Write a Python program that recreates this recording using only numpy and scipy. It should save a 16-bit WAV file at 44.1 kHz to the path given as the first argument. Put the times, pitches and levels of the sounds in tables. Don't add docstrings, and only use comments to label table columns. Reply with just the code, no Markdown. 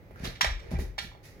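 import sys
import numpy as np
from scipy import signal
from scipy.fft import rfft, irfft, next_fast_len
from scipy.io import wavfile
from scipy.ndimage import uniform_filter1d

SR = 44100
rng = np.random.default_rng(int(sys.argv[2]) if len(sys.argv) > 2 else 0)


def generate_wav(sig):
    pcm = np.round(np.clip(np.atleast_2d(sig).T, -1, 1) * 32767).astype(np.int16)
    wavfile.write(sys.argv[1], SR, pcm)


N = 61739
T, M = np.arange(N) / SR, next_fast_len(2 * N, True)
F = np.maximum(np.fft.rfftfreq(M, 1 / SR), 1)

# t/s, level/dB, knock/dB, knock f/Hz, tick/dB, snap/dB, top/dB, rattle length/s
CLAW_STRIKES = [(0.108, -66, 12.5, 472, -19, -21, -16, 0.013),
                (0.158, -56, 7.5, 1454, -25, -36, -20, 0.0026), (0.195, -59, -8, 900, -8, -5, -16, 0.0036),
                (0.243, -56.5, 4.5, 520, 15.5, 7.5, -21, 0.0065),
                (0.2509, -49.5, 7, 1240, 14, 4.5, -9, 0.0043),
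                (0.2684, -54, 7, 524, 14.5, -14, -23, 0.0066), (0.352, -55.5, -34, 920, -1, -8, -49, 0.021),
                (0.4084, -25.5, -6, 1028, 0.5, -3, -23.5, 0.011),
                (0.4443, -27, -2, 694, -1.5, -17.5, -31, 0.0044),
                (0.455, -44, 8.5, 880, 2.5, -11, -27, 0.0022),
                (0.591, -59, -3.5, 1180, 1, -1.5, -30.5, 0.017),
                (0.7146, -49.5, 13.5, 656, -24, -5.5, -13.5, 0.0017),
                (0.74, -55, 4.5, 697, -46, -32, -44, 0.033), (0.7886, -54, 9.5, 386, -6, -15, -25, 0.025),
                (0.9798, -37.5, -6, 800, 2.5, -5.5, -25.5, 0.017),
                (1.116, -66, 17.5, 890, -23, -17, -35, 0.0017),
                (1.149, -64.5, 17, 720, -17, -16, -54, 0.002)]
# f/Hz, width/Hz, level/dB
BODY_MODES = [(1850, 526, 2), (2380, 103, 8), (2580, 1370, -9)]
TICK_MODES = [(3400, 695, 0.5), (3935, 277, 4.5), (4240, 325, -1)]
SNAP_MODES = [(5395, 420, 5.5), (7820, 2400, -7)]
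TOP_MODES = [(9830, 480, 7), (12000, 2000, 3)]
# t/s, level/dB, contact time/s
PAW_THUDS = [(0.02, -54, 0.0091), (0.11, -49.5, 0.014), (0.201, -42, 0.0069), (0.2216, -47, 0.0062),
             (0.2334, -34.5, 0.0051), (0.261, -38, 0.016), (0.273, -38, 0.0052), (0.321, -51.5, 0.011),
             (0.429, -41.5, 0.0061), (.458, -31, 0.018), (0.496, -30.5, 0.017), (0.509, -32, 0.032),
             (0.637, -45.5, 0.01), (.685, -44, 0.0098), (0.714, -36, 0.0023), (0.722, -34.5, 0.0046),
             (.733, -28, 0.0067), (0.748, -32, 0.011), (.772, -29.5, 0.019), (0.787, -35, 0.013),
             (.805, -41, 0.0051), (0.821, -38, 0.00306), (0.835, -36, 0.0158), (.879, -38.5, 0.015),
             (1.021, -45, 0.0089), (1.045, -43.5, 0.0055), (1.071, -46, 0.015), (1.255, -66, 0.013),
             (1.293, -51.5, 0.014)]
# f/Hz, level/dB, t60/s
FLOOR_MODES = [(43.9, 3.5, 0.13), (67, -1.5, 0.14), (120.8, -9, 0.15), (164.9, -2, 0.083), (219, -1, 0.033),
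               (365, -12.5, 0.27), (508, -16.5, 0.058), (784, -10, 0.37)]
# t/s, level/dB, rise/s, hold/s, fade t60/s, tilt/(dB per octave)
SCUFF_EVENTS = [(0.121, -45.5, 0.13, 0.017, 0.15, 0), (0.227, -39.5, 0.021, 0.0057, 0.075, 3),
                (0.588, -53.5, 0.046, 0.11, 0.14, -2), (0.706, -50.5, 0.0011, 0.023, 0.023, 2.5),
                (0.72, -56.5, 0.016, 0.091, 0.069, -3.5), (0.785, -51, 0.0019, 0.029, 0.094, 6),
                (0.797, -50.5, 0.0071, 0.028, 0.2, -5), (1.012, -53.5, 0.012, 0.017, 0.059, 5),
                (1.22, -55.5, 0.021, 0.0087, 0.33, 4.5)]
# f/Hz, density/(dB per Hz)
SCUFF_SPECTRUM = [(160, -30), (280, -8.5), (427, -1.5), (1180, -19.5), (1790, -11.5), (2350, -14),
                  (2970, -22.5), (6040, -24.5), (8320, -37), (10500, -31.5), (15800, -41)]
# f/Hz, t60/s
ROOM_DECAY = [(100, 0.52), (500, 0.22), (800, 0.28), (1300, 0.32), (2000, 0.37), (5000, 0.32),
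              (10000, 0.26), (16000, 0.25)]
# f/Hz, likeness/(0-1)
ROOM_PORT_LIKENESS = [(100, 0.95), (400, 1), (800, 0.22), (1500, 0.26), (8000, 0.4)]
# f/Hz, density/(dB per Hz)
HOUSE_SPECTRUM = [(15, -48), (25, 0), (133, -4), (248, -12.5), (557, -14), (710, -21.5), (834, -17.5),
                  (929, -26.5), (1360, -25.5), (1550, -28), (2090, -22.5), (2810, -35.5), (5980, -43),
                  (8730, -51), (15800, -40.5)]
# f/Hz, likeness/(0-1)
HOUSE_PORT_LIKENESS = [(100, 0.65), (400, 1), (1500, 0), (8000, 0.1)]
# f/Hz, left minus right/dB
PORT_DIFFERENCE = [(60, 2.5), (110, -3.5), (200, 1), (380, -3.5), (700, -0.5), (1290, -2), (2380, -3),
                   (4400, -7.5), (8120, -1), (15000, 0)]

RATTLE_PER_S, RATTLE_SPREAD_DB = 4400, 3.5
RATTLE_RISE_S, TREBLE_RISE_S = 0.001, 0.0047
FIRST_CLICK_DB = 3.5
KNOCK_WIDTH_HZ = 410
REBOUND_AT_S, REBOUND_DB = 0.005978, -7.5
BOARD_DULL_HZ = 6500
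SCUFF_GRIT_DB, SCUFF_SPREAD = 1.5, 1
ROOM_DB, SCUFF_ROOM_DB, FLOOR_ROOM_DB, ROOM_BUILD_S = -1, 3, -7.5, 0.0026
RIGHT_LATE_S, KNOCK_LATE_S, THUD_LATE_S = 0.000442, 0.00024, 0.00014
HOUSE_DB, HOUSE_WAVER_DB = -52, 1.2
HUM_HZ, HUM_DB = 103.4, -58.5
MIC_LOW_HZ, TOP_HZ = 35, 15900


def undb(db):
    return 10 ** (np.asarray(db) / 20)


def over_hz(table):
    hz, value = np.array(table).T
    return np.interp(np.log(F), np.log(hz), value)


def shape(x, gain):
    return irfft(rfft(x, M) * gain, M)[..., :N]


def unit(x):
    return x / np.sqrt(np.mean(x ** 2))


def peaks(table):
    total = 0
    for k, (hz, width_hz, db) in enumerate(table):
        damping = 1j * F * width_hz
        total = total + (-1) ** k * undb(db) * damping / (hz ** 2 - F ** 2 + damping)
    return total


def walk(rate_hz):
    k = int(SR / rate_hz)
    noise = rng.standard_normal(N)
    return unit(uniform_filter1d(uniform_filter1d(noise, k), k))


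def pair(likeness):
    mid, side = rng.standard_normal((2, N))
    c = np.clip(likeness, 0, 1)
    mid = shape(mid, np.sqrt((1 + c) / 2))
    side = shape(side, np.sqrt((1 - c) / 2))
    return np.array([mid + side, mid - side])


def claw_clicks(length_s):
    span = 2000
    t = T[:span]
    chance, sign, size = rng.random((3, 5, span))
    size_db = -RATTLE_SPREAD_DB * np.log(size + 1e-6)
    clicks = (chance < RATTLE_PER_S / SR) * np.sign(sign - 0.5) * undb(size_db)
    clicks[0] = 0
    clicks[0, int(REBOUND_AT_S * SR)] = undb(FIRST_CLICK_DB + REBOUND_DB)
    clicks[:, int(RATTLE_RISE_S * SR)] = undb(FIRST_CLICK_DB)
    rise_s = np.array([[RATTLE_RISE_S]] + [[TREBLE_RISE_S]] * 3)
    clicks[1:] *= np.minimum(t / rise_s, 1) * np.exp(-(t / length_s) ** 4)
    energy = np.sum(clicks ** 2, axis=1, keepdims=True)
    return clicks / np.sqrt(energy / (length_s * SR))


def claws():
    drive, knocks = np.zeros((4, N)), np.zeros(N)
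    for s, db, knock_db, knock_hz, tick_db, snap_db, top_db, length_s in CLAW_STRIKES:
        clicks = claw_clicks(length_s)
        group_db = np.array([[knock_db], [0], [tick_db], [snap_db], [top_db]])
        hit = np.zeros((5, N))
        start = int(s * SR)
        hit[:, start:start + clicks.shape[1]] = 5 * undb(db + group_db) * clicks
        knocks += shape(hit[0], 2 * peaks([(knock_hz, KNOCK_WIDTH_HZ, 0)]) ** 2)
        drive += hit[1:]
    dull = 1 / (1 + 1j * F / BOARD_DULL_HZ) ** 2
    boards = (dull * peaks(BODY_MODES), dull * peaks(TICK_MODES), dull * peaks(SNAP_MODES), peaks(TOP_MODES))
    ticks = sum(shape(d, board) for d, board in zip(drive, boards))
    return knocks, ticks


def thuds():
    push = np.zeros(N)
    for s, db, contact_s in PAW_THUDS:
        u = np.clip((T - s) / contact_s, 0, 1)
        push += undb(db) * np.sin(np.pi * u) * np.sin(2 * np.pi * u) / (contact_s * SR)
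    ring = 0
    for hz, db, t60_s in FLOOR_MODES:
        ring = ring + undb(db) * np.sin(2 * np.pi * hz * T) * undb(-60 * T / t60_s)
    return 6 * shape(push, rfft(ring, M))


def scuffs():
    out = 0
    for s, db, rise_s, hold_s, t60_s, tilt_db in SCUFF_EVENTS:
        swell = np.clip((T - s) / rise_s, 0, 1) ** 2
        fade = undb(-60 * np.maximum(T - s - rise_s - hold_s, 0) / t60_s)
        mid, side = rng.standard_normal((2, N))
        wide = mid + SCUFF_SPREAD * side * np.array([[1], [-1]])
        grit = wide * undb(SCUFF_GRIT_DB * walk(220))
        colour_db = over_hz(SCUFF_SPECTRUM) + tilt_db * np.log2(F / 2000)
        hiss = unit(shape(grit, undb(colour_db) * (F > 280)))
        out = out + undb(db) * swell * fade * hiss
    return out


def room(x):
    noise, t60_s, tail = pair(over_hz(ROOM_PORT_LIKENESS)), over_hz(ROOM_DECAY), 0
    for hz in 40 * 2 ** np.arange(0, 9, 0.5):
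        band = shape(noise, np.clip(1 - 2 * np.abs(np.log2(F / hz)), 0, 1))
        tail = tail + band * undb(-60 * T / t60_s[np.searchsorted(F, hz)])
    tail = tail * (1 - np.exp(-T / ROOM_BUILD_S)) / np.sqrt(0.027 * SR)
    return shape(x, rfft(tail, M))


def late(x, delay_s):
    return shape(x, np.exp(-2j * np.pi * F * np.array([[0], [delay_s]])))


def house():
    noise = pair(over_hz(HOUSE_PORT_LIKENESS))
    air = undb(HOUSE_DB) * unit(shape(noise, undb(over_hz(HOUSE_SPECTRUM))))
    hum = undb(HUM_DB) * np.sqrt(2) * np.sin(2 * np.pi * HUM_HZ * T)
    return undb(HOUSE_WAVER_DB * walk(5.7)) * (air + hum)


def scene():
    knocks, ticks = claws()
    soft = scuffs()
    low = thuds()
    send = undb(ROOM_DB) * (knocks + ticks) + undb(SCUFF_ROOM_DB) * soft + undb(FLOOR_ROOM_DB) * low
    heard = late(ticks + soft + room(send), RIGHT_LATE_S)
    heard = heard + late(knocks, KNOCK_LATE_S) + late(low, THUD_LATE_S)
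    return heard + house()


def record(dry):
    half_split = np.array([[0.5], [-0.5]])
    ports = shape(dry, undb(over_hz(PORT_DIFFERENCE) * half_split))
    low_cut = signal.butter(4, MIC_LOW_HZ, "high", fs=SR, output="sos")
    top_cut = signal.ellip(10, 0.2, 80, TOP_HZ, fs=SR, output="sos")
    return signal.sosfilt(top_cut, signal.sosfilt(low_cut, ports))


dry = scene()
out = record(dry)
generate_wav(out)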